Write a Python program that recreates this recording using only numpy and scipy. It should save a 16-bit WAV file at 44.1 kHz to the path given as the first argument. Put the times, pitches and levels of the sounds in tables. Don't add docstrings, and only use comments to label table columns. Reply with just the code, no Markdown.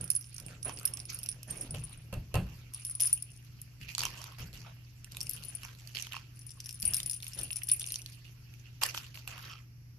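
import sys
import numpy as np
from scipy import signal
from scipy.fft import rfft, irfft, next_fast_len
from scipy.io import wavfile
from scipy.ndimage import uniform_filter1d

SR = 44100
rng = np.random.default_rng(int(sys.argv[2]) if len(sys.argv) > 2 else 0)


def file_out(sig):
    cols = np.atleast_2d(sig).T
    lim = np.clip(cols, -1, 1)
    pcm = np.round(lim * 32767).astype(np.int16)
    wavfile.write(sys.argv[1], SR, pcm)


N = 440118
TIME = np.arange(N) / SR

# frequency in Hz, rms level in dB.
HUM_TONES = [(42, -70.5), (60, -67), (72.4, -66), (85, -69), (95.8, -67.5), (119.9, -52.5), (145, -68.5),
             (240, -84.5)]
# frequency in Hz, spectral density in dB.
AIR_SPECTRUM = [(15, -25), (25, -18.5), (37, 9), (65, -5), (110, 5.5), (162, 4), (180, -5), (290, -8),
                (520, -24), (900, -28), (2100, -26), (2750, -31), (3700, -34.5), (5500, -21), (8500, -43),
                (12700, -22.5), (13400, -58.5)]
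RUMBLE_SPECTRUM = [(15, -19.5), (32, 0.5), (52, 1), (110, 1.5), (165, 0.5), (230, -15), (400, -23),
                   (1000, -73)]
RUB_SPECTRUM = [(120, -19), (250, 6.5), (400, 2), (620, 0.5), (900, -8), (1150, -18), (1600, -13),
                (3000, -30)]
KNOCK_SPECTRUM = [(100, -61), (300, -11.5), (600, -2), (1000, -11), (1900, -17), (2300, -21.5), (2750, -16),
                  (3700, -25), (4300, -21.5), (5500, -33.5), (8000, -28.5), (12500, -24), (15000, -46.5)]
FEATHER_SPECTRUM = [(1200, -12), (2000, -4), (2800, 3.5), (3700, -3), (4500, 2.5), (5600, 1), (7200, -3),
                    (8600, -13.5), (10500, -6), (12500, 0), (14000, -11.5)]
CLOTH_SPECTRUM = [(150, -10), (330, -8.5), (560, -5.5), (750, -6), (1080, -4.5), (1350, -1.5), (1800, -4.5),
                  (2700, -11.5), (4000, -12.5)]
SCRAPE_SPECTRUM = [(2000, -22), (4000, -17.5), (5400, 4), (6300, -2), (7800, -6), (11000, -14),
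                   (12500, -11.5), (14000, -26)]
# start and length in
# seconds, rumble and rub in dB.
GRIP_SHIFTS = [(0, 0.037, -43.5, -54.5), (.4, 0.21, -51.5, -62), (.65, 0.052, -50, -50.5),
               (.76, 0.65, -55.5, -66.5), (1.47, 0.2, -51, -54), (1.69, 0.12, -42.5, -60),
               (1.85, 0.53, -54.5, -70.5), (2.48, 0.21, -58.5, -71), (3.8, 0.081, -51, -77),
               (3.99, 0.14, -50.5, -61), (4.4, 0.02, -40.5, -56), (4.5, 0.18, -53, -69),
               (5.12, 0.42, -55, -69.5), (6.83, 0.08, -43, -60.5), (7.0, 0.093, -53, -69),
               (7.36, 0.079, -48, -58), (7.7, 0.33, -63, -69.5)]
# start in seconds, knock, thud and tick in dB.
BUMPS = [(.668, -38, -56, -62), (1.742, -44.5, -36, -45), (2.127, -38, -35.5, -43), (2.139, -57, -38, -39),
         (2.166, -57, -32.5, -66), (2.342, -30.5, -25, -30), (2.354, -32, -19.5, -31),
         (2.403, -51, -34, -64)]
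# frequency in Hz, level in dB.
CASE_MODES = [(462, -3.5), (535, -3), (600, -2.5), (752, -6), (1040, -7), (1280, -12), (2660, -11.5),
              (2760, -12), (4300, -21)]
# start and length in seconds, feathers and cloth in dB.
KITTEN_MOVES = [(0, 0.026, -57, -53.5), (.38, 0.022, -61.5, -58), (.48, 0.024, -52.5, -56.5),
                (.645, 0.048, -58, -48.5), (.77, 0.14, -59.5, -55.5), (.97, .04, -60, -62),
                (1.085, 0.041, -45.5, -57), (1.19, .14, -70.5, -67), (1.48, 0.17, -56, -57),
                (1.74, 0.024, -50, -54), (1.82, 0.12, -61.5, -63), (2.46, 0.13, -61, -64),
                (2.73, 0.17, -59.5, -67.5), (2.995, .1, -46, -60), (3.8, 0.13, -55, -69),
                (3.88, 0.032, -47, -65), (3.98, 0.079, -43, -53.5), (4.11, 0.19, -53, -54),
                (4.38, 0.028, -49.5, -52), (4.53, 0.039, -49, -57.5), (4.65, 0.052, -82, -55.5),
                (5.11, 0.13, -57, -66), (5.3, 0.43, -54.5, -62.5), (5.625, 0.035, -53.5, -58),
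                (5.78, 0.17, -58, -69.5), (5.945, 0.064, -41.5, -59), (6.11, 0.023, -48, -51.5),
                (6.83, 0.17, -50, -59.5), (7.06, 0.082, -55.5, -80), (7.22, 0.15, -54.5, -68),
                (7.37, 0.063, -47.5, -60), (7.55, 0.06, -53.5, -71), (7.68, 0.048, -48, -75),
                (7.795, 0.24, -53.5, -77), (8.08, 0.051, -56, -84), (8.24, 0.032, -58, -83),
                (8.812, 0.027, -35.5, -40.5), (8.94, 0.043, -41, -51.5), (9.14, 0.041, -51.5, -57),
                (9.27, 0.12, -50, -52), (9.42, 0.083, -54.5, -51.5)]
# start and length in seconds, level in dB, resonance in Hz.
SCRATCHES = [(0.656, 0.037, -50, 854), (4.023, 0.042, -43.5, 1020), (4.124, .2, -57, 1060),
             (4.389, 0.025, -56, 1130), (4.64, 0.03, -63, 1250), (5.631, 0.04, -51, 1080),
             (6.14, 0.03, -47, 1060), (8.469, 0.089, -73.5, 2685), (8.648, .025, -62, 2780),
             (9.316, .06, -61, 1300), (9.422, 0.09, -54, 1270), (9.498, 0.06, -54.5, 1260)]
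# frequency and nominal width in Hz, level in dB.
WEAVE_MODES = [(2860, 490, -9.5), (3110, 130, -10), (4680, 350, -10.5), (5290, 430, -8.5)]
# start in seconds, levels of snap, body and
# bright edge in dB, left minus right in dB, pitch of the fibre in Hz.
ROPE_SNAPS = [(0.695, -34, -36.5, -37, -9, 5800), (0.788, -36, -62, -37, -1, 5040),
              (0.797, -40, -67, -33, -4.0, 4760), (0.831, -55, -58.0, -36.5, -5.0, 2390),
              (1.102, -29.5, -63, -32.0, -12.0, 5250), (1.747, -34.5, -65.0, -50.0, 5.0, 2840),
              (2.999, -28.5, -56.5, -28.5, -9, 5950), (3.616, -63, -68.0, -29.5, -2, 2690),
              (3.89, -37, -71, -46.5, -11.5, 2630), (3.95, -20.5, -51.5, -47, -1.5, 4320),
              (3.981, -19.5, -33.5, -27, -4.5, 4660), (3.993, -18.5, -43, -30, -1, 6150),
              (4.006, -21.5, -41, -42, -4.5, 4600), (4.017, -23.5, -39, -33.5, 1, 5190),
              (4.035, -22.5, -32, -25.5, -0.5, 2710), (4.053, -17.5, -34.5, -29.5, -2.5, 5860),
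              (4.103, -40, -53, -45, -1.5, 4840), (4.217, -35.5, -46, -40.0, -8, 5570),
              (4.241, -32.5, -44, -35, -6, 4740), (4.53, -43, -65.0, -45, -11, 4220),
              (4.575, -40.5, -59.5, -54, -6, 5470), (5.045, -39, -71, -35.5, -5, 5700),
              (5.12, -36, -73.0, -37.5, 1.0, 4950), (5.148, -39, -54, -48.0, 1.0, 3810),
              (5.169, -31, -50, -27, 0, 3670), (5.206, -26.5, -61, -31, -7, 5070),
              (5.269, -32.0, -68.0, -37, 2, 5130), (5.311, -42, -72.0, -27, -1, 4440),
              (5.364, -39, -70.0, -35.0, -2, 5580), (5.437, -35.5, -68.0, -38.0, 10, 4350),
              (5.633, -37, -50.0, -35, -4.0, 2800), (5.65, -40, -45, -37, -2, 2780),
              (5.874, -36.5, -65.0, -39, -10, 4660), (5.95, -34.0, -64, -38, -6.0, 2840),
              (5.97, -28, -51.0, -38, -13, 3100), (5.987, -33, -56.0, -40.0, -12.0, 2970),
              (5.998, -33, -57.0, -46, -11.0, 2820), (6.024, -26, -62.0, -31, -9.0, 6100),
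              (6.069, -33.5, -47.0, -40, 0, 3100), (6.122, -31, -65, -46.0, -5.0, 3130),
              (6.133, -34, -52, -36, -2.0, 2710), (6.152, -36.0, -53, -50, -3, 2560),
              (6.166, -30, -35, -44, -1.5, 2700), (6.827, -25, -69, -23, -4, 4820),
              (7.002, -24, -62, -29.0, -5, 3600), (7.203, -39, -70, -42, 3, 3640),
              (7.23, -36, -72.0, -37.0, -2.0, 4140), (7.267, -33.5, -64, -36, -2, 3620),
              (7.506, -32.5, -58.5, -40.5, -5.5, 2730), (7.526, -35.5, -66, -43, 4, 2680),
              (7.619, -37, -66, -58.5, -7, 2740), (7.698, -28, -64, -41, 0.0, 3600),
              (7.81, -34.5, -63, -38.0, -9, 3460), (7.817, -29, -65, -40, 2, 3600),
              (7.842, -31, -73, -45, 0.0, 3470), (7.864, -31, -72, -30, 2, 5950),
              (7.905, -32.0, -70.0, -44.0, -2.0, 4100), (7.942, -26.5, -70.0, -37, 1, 5100),
              (7.958, -21.5, -62, -34, -2.0, 5810), (8.018, -32.5, -73.0, -38, 6, 5840),
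              (8.061, -30, -75, -39, -3, 4140), (8.539, -48, -78.0, -51, -2.5, 2710),
              (8.821, -34, -33.0, -37.5, -11.5, 2690), (8.827, -26, -44, -28.0, -7, 5940),
              (8.832, -24.5, -31, -36.5, -12, 3170), (8.835, -15, -27.5, -14.0, 1.5, 4940),
              (8.863, -40.5, -43, -23, -7, 2910), (8.947, -30.5, -34, -35, 0, 3100),
              (8.976, -25, -38.5, -46.5, 3, 3160), (9.155, -41.5, -64, -62.0, -21, 2970),
              (9.174, -35, -50.5, -61.0, 3, 2780), (9.276, -32.5, -44.0, -30, -5.0, 2730),
              (9.379, -38, -43, -41, 5, 2880)]
# start and length in seconds, ring and scrape in dB.
PELLET_ROLLS = [(0, 0.024, -39, -57), (.12, 0.033, -63, -48), (.23, 0.094, -50, -61), (.36, 0.05, -53, -53),
                (.645, 0.033, -52, -66), (.72, 0.052, -42, -60), (.98, 0.015, -42, -60),
                (1.12, 0.017, -60, -65), (1.19, 0.046, -64, -58), (1.47, 0.18, -49, -60),
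                (1.73, 0.17, -50, -71), (1.92, 0.033, -42, -70), (2.75, 0.22, -46, -64),
                (3.03, 0.026, -40, -39), (3.15, 0.044, -45, -60), (3.3, 0.12, -56.5, -64),
                (5.24, 0.32, -54, -62), (6.35, 0.21, -55, -65), (6.64, 0.099, -60, -58),
                (6.73, 0.041, -50, -59), (6.89, 0.075, -43, -69), (7.1, .05, -37, -50),
                (7.37, 0.43, -49, -74), (7.73, 0.25, -40.5, -66), (8.07, 0.095, -55.5, -63)]
# start in seconds, levels of upper modes, lower modes,
# contact tick and bright top in dB, time for the upper modes to fall 60 dB in seconds.
PELLET_STRIKES = [(0.042, -29, -42, -47, -32, 0.064), (0.078, -44, -38, -45, -50, 0.032),
                  (.103, -13, -36, -28, -19.5, .018), (.114, -26, -46, -32.5, -35, 0.02),
                  (0.152, -19, -50, -45, -39, 0.045), (.163, -17.5, -43, -35, -60, 0.05),
                  (0.211, -37, -41, -45, -37, 0.023), (0.226, -50, -55, -43, -52, .02),
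                  (0.243, -46, -61, -44, -62, .03), (.344, -35, -53, -49, -41, 0.029),
                  (0.381, -40, -38, -42, -48, 0.022), (0.4, -42, -47, -44, -36, 0.015),
                  (0.464, -32, -30, -47, -44, 0.0059), (0.629, -30.5, -40, -38, -53, 0.034),
                  (0.654, -26.5, -56, -47, -67, 0.073), (.648, -28, -46, -52, -50, 0.044),
                  (0.68, -31.5, -43, -50, -58, 0.046), (.737, -39, -38, -55, -65, .045),
                  (.773, -43, -44, -37, -52, 0.039), (.854, -15, -29, -25.5, -13.5, 0.037),
                  (.876, -46, -34, -32, -39, .03), (.937, -25.5, -29, -37, -46, 0.032),
                  (0.972, -41, -47, -31.5, -36, 0.012), (0.993, -37, -53, -43, -60, .02),
                  (1.001, -34, -44, -34, -57, .025), (1.054, -35, -55, -42, -51, 0.033),
                  (1.125, -48, -48, -47, -52, .02), (1.131, -34, -48, -55, -56, .03),
                  (1.145, -29.5, -40, -49, -32, 0.052), (1.189, -34, -35, -40, -36, 0.033),
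                  (1.232, -32.5, -45, -39, -30, .03), (1.238, -37, -46, -39.5, -35, .02),
                  (1.261, -37, -58, -34, -31, 0.013), (1.289, -20, -33, -30, -39, 0.021),
                  (1.315, -31.5, -45, -40, -61, 0.029), (1.326, -40, -54, -40.5, -64, 0.022),
                  (1.431, -40, -59, -39, -35, 0.016), (1.508, -36.5, -23, -41, -30, 0.054),
                  (1.569, -41, -37, -60, -65, 0.064), (1.611, -25, -43, -46, -46, 0.033),
                  (1.62, -34, -45, -40.5, -54, 0.033), (1.708, -31.5, -33, -41.5, -49, 0.068),
                  (1.838, -32.5, -41, -52, -60, 0.053), (2.737, -34, -46, -42, -36, 0.018),
                  (2.746, -26, -43, -39, -48, 0.015), (2.85, -25.5, -31, -35, -31, 0.019),
                  (2.866, -31, -46, -44, -47, 0.13), (2.897, -28, -46, -47, -45, 0.047),
                  (2.911, -32, -36, -43, -46, .06), (2.952, -23.5, -46, -42, -53, 0.022),
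                  (3.004, -19.5, -20, -28, -23, 0.035), (3.011, -22, -25, -24.5, -18, 0.02),
                  (3.021, -16, -27, -30, -28, 0.16), (3.056, -18.5, -34, -36, -36.5, 0.051),
                  (3.072, -32, -30, -32, -24, 0.033), (3.096, -29, -46, -50, -44, 0.025),
                  (3.129, -11, -24, -34, -20, 0.045), (3.224, -26, -38, -40.5, -37, 0.036),
                  (5.212, -37, -33, -24.5, -33, .04), (5.23, -49, -33, -41, -33, .04),
                  (5.295, -27, -42.5, -31.5, -18, 0.015), (5.334, -31.5, -50, -40, -30, 0.061),
                  (5.449, -34.5, -60, -44, -37, 0.033), (5.484, -33, -57, -55, -59, 0.066),
                  (5.551, -27, -58, -44, -40, 0.04), (6.371, -54, -61, -56, -60, .03),
                  (6.392, -45, -57, -47, -46, 0.041), (6.418, -48, -56, -47, -60, .04),
                  (6.466, -39, -36, -49, -44, 0.049), (6.493, -49, -51, -41, -57, .02),
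                  (6.506, -39, -49, -41, -46, 0.022), (6.517, -56, -56, -42, -56, .02),
                  (6.603, -41, -54, -32, -40, 0.02), (6.642, -49, -56, -43, -52, .02),
                  (6.648, -44, -55, -44, -49, .02), (6.659, -35, -50, -34, -39, .02),
                  (6.667, -38, -54, -42, -46, 0.023), (6.685, -48, -52, -50, -44, .02),
                  (6.692, -39, -34, -29.5, -34, 0.014), (6.709, -46, -47, -33.5, -39, .025),
                  (6.727, -37, -46, -44, -41, .04), (6.744, -38, -54, -45, -52, 0.049),
                  (6.8, -35, -40, -42, -41, 0.028), (6.807, -34, -54, -62, -37, 0.027),
                  (6.821, -29, -32, -35, -29, 0.042), (6.853, -19, -15.5, -34, -23, 0.049),
                  (6.877, -16.5, -23, -49, -35, 0.037), (6.907, -28, -46, -50, -49, .04),
                  (6.936, -26, -48, -22.5, -22, 0.017), (6.944, -19, -14.5, -22.5, -24, 0.026),
                  (6.967, -28, -29, -27.5, -27, 0.066), (6.982, -28, -37.5, -45, -33, .04),
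                  (6.992, -34, -39, -48, -47, .03), (7.031, -29.5, -40, -32.5, -33, 0.029),
                  (7.061, -24, -43, -32.5, -32, 0.059), (7.075, -30, -40, -55, -39, 0.035),
                  (7.097, -24, -27, -29, -28, 0.037), (7.112, -25.5, -27, -34, -28, 0.047),
                  (7.133, -35, -37, -35, -44, .03), (7.14, -29, -31, -41, -40, 0.021),
                  (7.225, -34, -45, -36.5, -47, 0.031), (7.243, -39, -34, -43, -44, 0.027),
                  (7.28, -37, -36, -45, -31, 0.044), (7.334, -42, -41, -35.5, -43, 0.056),
                  (7.347, -37, -41, -52, -55, 0.037), (7.389, -25, -41.5, -35.5, -32, 0.03),
                  (7.397, -31, -42, -52, -45, 0.02), (7.413, -40, -28, -39, -33, 0.017),
                  (7.433, -23, -39, -45, -30, .04), (7.445, -31, -45, -44, -39, 0.031),
                  (7.512, -28, -49, -47, -40, 0.058), (7.53, -30, -50, -33, -34, 0.026),
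                  (7.559, -27, -43, -33, -38, 0.037), (7.567, -28, -44, -34, -35, 0.034),
                  (7.586, -36, -54, -44, -56, .025), (7.634, -29, -46, -36, -29, 0.045),
                  (7.671, -32, -47, -46, -50, .025), (7.688, -22.5, -33, -29.5, -29, 0.049),
                  (7.716, -9.5, -28, -27.5, -25, 0.046), (7.735, -17, -35, -52, -29, .03),
                  (7.764, -45, -51, -50, -36, .03), (7.796, -38, -25, -34, -32, 0.041),
                  (7.816, -34, -39, -37, -39, .025), (7.873, -37, -52, -36, -47, .025),
                  (7.887, -37, -41, -41, -40, 0.033), (7.921, -25.5, -50, -32.5, -25, 0.046),
                  (7.99, -40, -54, -51, -45, 0.033)]
# frequency in Hz, level in dB.
UPPER_MODES = [(9812, 0), (9960, -13), (9500, -19), (9800, -16)]
LOWER_MODES = [(8835, 23), (8925, -5.5), (9090, -8)]
CLINK_MODES = [(5210, -5.5), (5420, -3.5), (5720, -5), (6100, -11.5), (7540, -13.5)]
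TOP_MODES = [(11150, -2.6), (11850, -2), (12400, 0), (12800, -2)]
# time in seconds, left minus right in dB.
BELL_PATH = [(0, -8), (.9, -8), (1.15, -3), (1.55, -6), (1.8, 7), (2.75, 0), (3.05, 3.5), (5.4, 12.5),
             (6.9, 5.5), (7.5, 9.5), (8.0, 1)]
# frequency and width in Hz, level in dB.
PORT_RESONANCES = [(2590, 630, 6.5), (4420, 170, -2), (6240, 820, -14)]
# frequency in Hz, gain in dB.
TREBLE_RESPONSE = [(0, 0), (13000, 0), (13500, -11), (14500, -19), (16000, -32), (SR / 2, -60)]

BODY_HZ, SNAP_HZ, ROPE_HZ = (820, 1400), (2400, 7000), (2900, 6800)
EDGE_HZ, TOP_HZ = (8000, 13400), (11000, 13400)
RELEASE_DB_PER_S, QUICK_STOP_DB_PER_S = 159.5, 320


def undb(db):
    return 10 ** (np.asarray(db) / 20)


def unit(x):
    return x / np.sqrt(np.mean(x ** 2))


def unit_peak(x):
    return x / np.sqrt(2 * uniform_filter1d(np.mean(x ** 2, axis=0), size=44).max())


def pan(left_db):
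    gains = undb(np.array([[.5], [-.5]]) * left_db)
    return gains / np.sqrt(np.mean(gains ** 2, axis=0))


def noise(size, side_db):
    mid, side = rng.standard_normal((2, size))
    return unit(mid + undb(side_db) * side * np.array([[1], [-1]]))


def colour(x, spectrum):
    hz, db = np.transpose(spectrum)
    size = next_fast_len(x.shape[-1])
    bins_hz = np.maximum(np.arange(size // 2 + 1) * SR / size, 1)
    gain = undb(np.interp(np.log(bins_hz), np.log(hz), db, right=-80))
    return unit(irfft(rfft(x, size) * gain, size)[..., :x.shape[-1]])


def band(x, lo_hz, hi_hz):
    return signal.sosfilt(signal.butter(2, [lo_hz, hi_hz], "band", fs=SR, output="sos"), x)


def resonate(x, hz, width_hz):
    return signal.lfilter(*signal.iirpeak(hz, hz / width_hz, fs=SR), x)


def relax(pulses, decay_s):
    return signal.lfilter([1], [1, -np.exp(-1 / (decay_s * SR))], pulses)


def add(out, at, sound):
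    i = max(int(at * SR), 0)
    out[:, i:i + sound.shape[-1]] += sound[:, :max(N - i, 0)]


def crack(band_hz, t60, side_db):
    t = TIME[:SR // 20]
    return unit_peak(band(noise(len(t), side_db) * undb(-60 * t / t60), *band_hz))


def contact(band_hz, t60, rattle=0.85):
    click = crack(band_hz, t60=.0045, side_db=-2)
    return np.sqrt(1 - rattle ** 2) * click + rattle * crack(band_hz, t60, side_db=-2)


def ring(modes, t60, detune=0.0027, phase_rad=1.0, rise_s=0.00069, uneven_db=0):
    t = TIME[:int(SR * np.clip(t60, .01, .2))]
    hz, db = np.transpose(modes)
    mistuning, onset, skew, spot = rng.standard_normal((len(hz), 4)).T
    phase = 2 * np.pi * (hz * (1 + detune * mistuning))[:, None] * t + onset[:, None]
    gains = undb(db + uneven_db * spot)
    ports = np.array([gains @ np.sin(phase + sign * phase_rad * skew[:, None]) for sign in (1, -1)])
    return unit_peak(ports * undb(-60 * t / t60) * (1 - np.exp(-t / rise_s)))


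def impulses(per_s, spread_db, cap):
    sizes = undb(spread_db * np.minimum(rng.exponential(size=N), cap))
    return sizes * (rng.random(N) < per_s / SR)


def friction(per_s, spread_db, smooth_db, side_db):
    slips = relax(impulses(per_s, spread_db, cap=4), decay_s=.0008)
    return noise(N, side_db) * (unit(slips) + undb(smooth_db))


def gesture(start, length, release_db_per_s, attack_s=0.0056, slacken_db=3):
    t = TIME - start
    fall_db = slacken_db * np.clip(t / length, 0, 1) + release_db_per_s * np.clip(t - length, 0, 1)
    return np.clip(t / attack_s, 0, 1) * undb(-fall_db)


def envelopes(moves, release_db_per_s=RELEASE_DB_PER_S):
    power = np.zeros((2, N))
    for start, length, *levels_db in moves:
        power += np.outer(undb(levels_db), gesture(start, length, release_db_per_s)) ** 2
    return np.sqrt(power)


def background(air_db=-59.5):
    hum = sum(np.sqrt(2) * undb(db) * np.sin(2 * np.pi * (hz * TIME + rng.random()))
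              for hz, db in HUM_TONES)
    mid, side = rng.standard_normal((2, N))
    side = undb(-8) * side + undb(-2.5) * band(side, 450, 16000)
    return hum + undb(air_db) * colour(mid + side * np.array([[1], [-1]]), AIR_SPECTRUM)


def hand():
    rumble = colour(noise(N, side_db=-30), RUMBLE_SPECTRUM)
    rub = colour(friction(per_s=300, spread_db=1.55, smooth_db=-2.6, side_db=-15.5), RUB_SPECTRUM)
    rumble_gain, rub_gain = envelopes(GRIP_SHIFTS)
    out = rumble * rumble_gain + rub * rub_gain
    t = TIME[:SR // 2]
    knock_t60, thud_t60, thud_rise_s = 0.25, 0.33, 0.002
    for at, knock_db, thud_db, tick_db in BUMPS:
        knock = colour(noise(len(t), -6), KNOCK_SPECTRUM) * undb(knock_db - 7 - 60 * t / knock_t60)
        thud = colour(noise(len(t), -26), RUMBLE_SPECTRUM) * undb(thud_db - 3 - 60 * t / thud_t60)
        add(out, at, knock + thud * (1 - np.exp(-t / thud_rise_s)))
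        add(out, at, undb(knock_db) * ring(CASE_MODES, t60=0.13, detune=0.0077, phase_rad=0.24))
        tick = undb(-3) * crack(SNAP_HZ, t60=0.015, side_db=5.4) + crack(EDGE_HZ, t60=0.018, side_db=2)
        add(out, at, undb(tick_db) * tick)
    return out


def room(x, t60=0.16, wet_db=-15):
    t = TIME[:SR // 2]
    tail = rng.standard_normal((2, len(t))) * undb(-60 * t / t60) * (t > .004)
    tail /= np.sqrt(np.sum(tail ** 2, axis=1, keepdims=True))
    return x + undb(wet_db) * signal.fftconvolve(x + x[::-1] / 2, tail, axes=1)[:, :N]


def flicker(x, per_s, depth_db=5.52):
    size = next_fast_len(N)
    spectrum, hz = rfft(x, size), np.arange(size // 2 + 1) * SR / size
    centres_hz = np.geomspace(500, 13000, num=14)
    out = np.zeros((2, N))
    for weights in np.eye(len(centres_hz)):
        part = irfft(spectrum * np.interp(hz, centres_hz, weights), size)[:, :N]
        knots_db = depth_db * rng.standard_normal(int(N / SR * per_s) + 2)
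        out += part * undb(np.interp(TIME * per_s, np.arange(len(knots_db)), knots_db))
    return unit(out)


def rustle(feather_gain, cloth_gain, still_s=9.6):
    restless = np.interp(TIME, [still_s, still_s + 0.04], [1, 0])
    feather_gain = np.hypot(feather_gain, undb(-67) * restless)
    cloth_gain = np.hypot(cloth_gain, undb(-73.5) * restless)
    grip = np.clip(feather_gain / undb(-60.5), 0, 1)
    slips = unit(friction(per_s=600, spread_db=2.3, smooth_db=-4, side_db=-1))
    texture = grip * slips + np.sqrt(1 - grip ** 2) * noise(N, side_db=-0.11)
    feathers = flicker(colour(texture, FEATHER_SPECTRUM), per_s=40)
    drag = friction(per_s=300, spread_db=1.8, smooth_db=1, side_db=-2.5)
    blanket = flicker(colour(drag, CLOTH_SPECTRUM), per_s=28)
    return undb(-1) * (feathers * feather_gain + blanket * cloth_gain)


def twang(hz):
    return ring([(hz, 0), (rng.uniform(*SNAP_HZ), -6)], t60=.009, rise_s=.0001)


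def claw_catches(effort, per_s=10, scatter_db=8, limit_db=-52):
    out = np.zeros((2, N))
    sides = pan(left_db=-2)
    for when, *sizes in rng.random((int(N / SR * per_s), 4)):
        at = when * N / SR
        strength = min(effort[int(when * N)], undb(limit_db))
        snap, edge, body = strength * undb(np.array([-2, -5, -14]) + scatter_db * np.array(sizes))
        click = edge * contact(EDGE_HZ, t60=0.012) + body * crack(BODY_HZ, t60=0.0066, side_db=-0.5)
        add(out, at, click * sides)
        add(out, at, snap * twang(rng.uniform(*ROPE_HZ)) * sides)
    return out


def scratches(threads_per_s=220, spread_db=3, slip_t60=.005, nominal_width_hz=120):
    out = np.zeros((2, N))
    size = SR // 2
    for start, length, db, hz in SCRATCHES:
        slips = undb(spread_db * rng.standard_normal(size)) * (rng.random(size) < threads_per_s / SR)
        drive = noise(size, side_db=-6) * relax(slips, slip_t60 / np.log(1000))
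        weave = sum(undb(mode_db) * resonate(resonate(drive, mode_hz, 2 * width), mode_hz, 2 * width)
                    for mode_hz, width, mode_db in [(hz, nominal_width_hz, 0)] + WEAVE_MODES)
        envelope = undb(db) * gesture(0, length, QUICK_STOP_DB_PER_S)[:size]
        add(out, start, unit(weave) * envelope * pan(left_db=-1))
    return out


def rope_snaps():
    out = np.zeros((2, N))
    for at, snap_db, body_db, edge_db, left_db, hz in ROPE_SNAPS:
        body = undb(body_db + 1) * crack(BODY_HZ, t60=0.0055, side_db=-18)
        snap = undb(snap_db - 6) * contact((hz / 1.56, hz * 1.8), t60=0.015, rattle=0.35)
        edge = undb(edge_db - 1) * contact(EDGE_HZ, t60=0.016, rattle=0.7)
        sides = pan(left_db + 2)
        add(out, at, (body + snap + edge) * sides)
        add(out, at, undb(snap_db - 4) * twang(hz) * sides)
    return out


def bell_pan(at, share=1):
    return pan(share * np.interp(at, *np.transpose(BELL_PATH)))


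def pellet_rolls(t60=.028):
    touches = impulses(per_s=100, spread_db=4, cap=3)
    shell = ring(UPPER_MODES, t60) + undb(-8) * ring(LOWER_MODES, t60)
    ringing = unit(signal.fftconvolve(touches[None], shell, axes=1)[:, :N])
    scraping = colour(noise(N, side_db=-1.2) * relax(touches, decay_s=0.00087), SCRAPE_SPECTRUM)
    ring_gain, scrape_gain = envelopes(PELLET_ROLLS, QUICK_STOP_DB_PER_S)
    return (undb(-3.5) * ringing * ring_gain * bell_pan(TIME)
            + undb(-2) * scraping * scrape_gain * bell_pan(TIME, share=.5))


def bell_strikes(max_graze_s=.003, max_bounce_s=0.0083, graze_db=-17, bounce_db=-13, linger_db=-23):
    out = np.zeros((2, N))
    for at, upper_db, lower_db, tick_db, top_db, t60 in PELLET_STRIKES:
        early, late = rng.uniform(0.38, 1, size=2)
        wide, narrow = bell_pan(at), bell_pan(at, share=.5)
        tick = undb(tick_db - 9) * contact(SNAP_HZ, t60=0.033, rattle=0.28)
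        tick += undb(top_db - 4) * contact(TOP_HZ, t60=0.0093, rattle=0.44)
        for modes, db in (UPPER_MODES, upper_db), (LOWER_MODES, lower_db):
            afterring = ring(modes, t60=0.17, detune=.0015, rise_s=0.0029)
            add(out, at, undb(db + linger_db) * afterring * wide)
        for delay, touch_db in (-max_graze_s * early, graze_db), (0, 0), (max_bounce_s * late, bounce_db):
            upper = ring(UPPER_MODES, t60, detune=.003, phase_rad=0.67, rise_s=0.00012)
            lower = ring(LOWER_MODES, 0.66 * t60, detune=0.0018, phase_rad=0.95)
            clink = ring(CLINK_MODES, 0.012, detune=0.017, phase_rad=0.71, rise_s=0.00012, uneven_db=4)
            top = ring(TOP_MODES, 0.0099, detune=0.019, phase_rad=0.91, rise_s=.0002, uneven_db=4)
            for sound in undb(upper_db - 1) * upper, undb(lower_db - 6) * lower:
                add(out, at + delay, undb(touch_db) * sound * wide)
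            for sound in tick, undb(tick_db - 1) * clink, undb(top_db - 5) * top:
                add(out, at + delay, undb(touch_db) * sound * narrow)
    return out


def scene():
    feather_gain, cloth_gain = envelopes(KITTEN_MOVES)
    bell = bell_strikes() + pellet_rolls()
    claws = rope_snaps() + scratches() + claw_catches(feather_gain)
    return room(bell + claws + rustle(feather_gain, cloth_gain)) + hand() + background()


def record(dry, cutoff_hz=15300):
    left, right = dry
    right = right + sum(undb(db) * resonate(right, hz, width) for hz, width, db in PORT_RESONANCES)
    hz, db = np.transpose(TREBLE_RESPONSE)
    size = next_fast_len(N)
    gain = undb(np.interp(np.arange(size // 2 + 1) * SR / size, hz, db))
    heard = irfft(rfft(np.array([left, right]), size) * gain, size)[:, :N]
    return signal.sosfilt(signal.ellip(8, .2, 70, cutoff_hz, fs=SR, output="sos"), heard)


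dry = scene()
out = record(dry)
file_out(out)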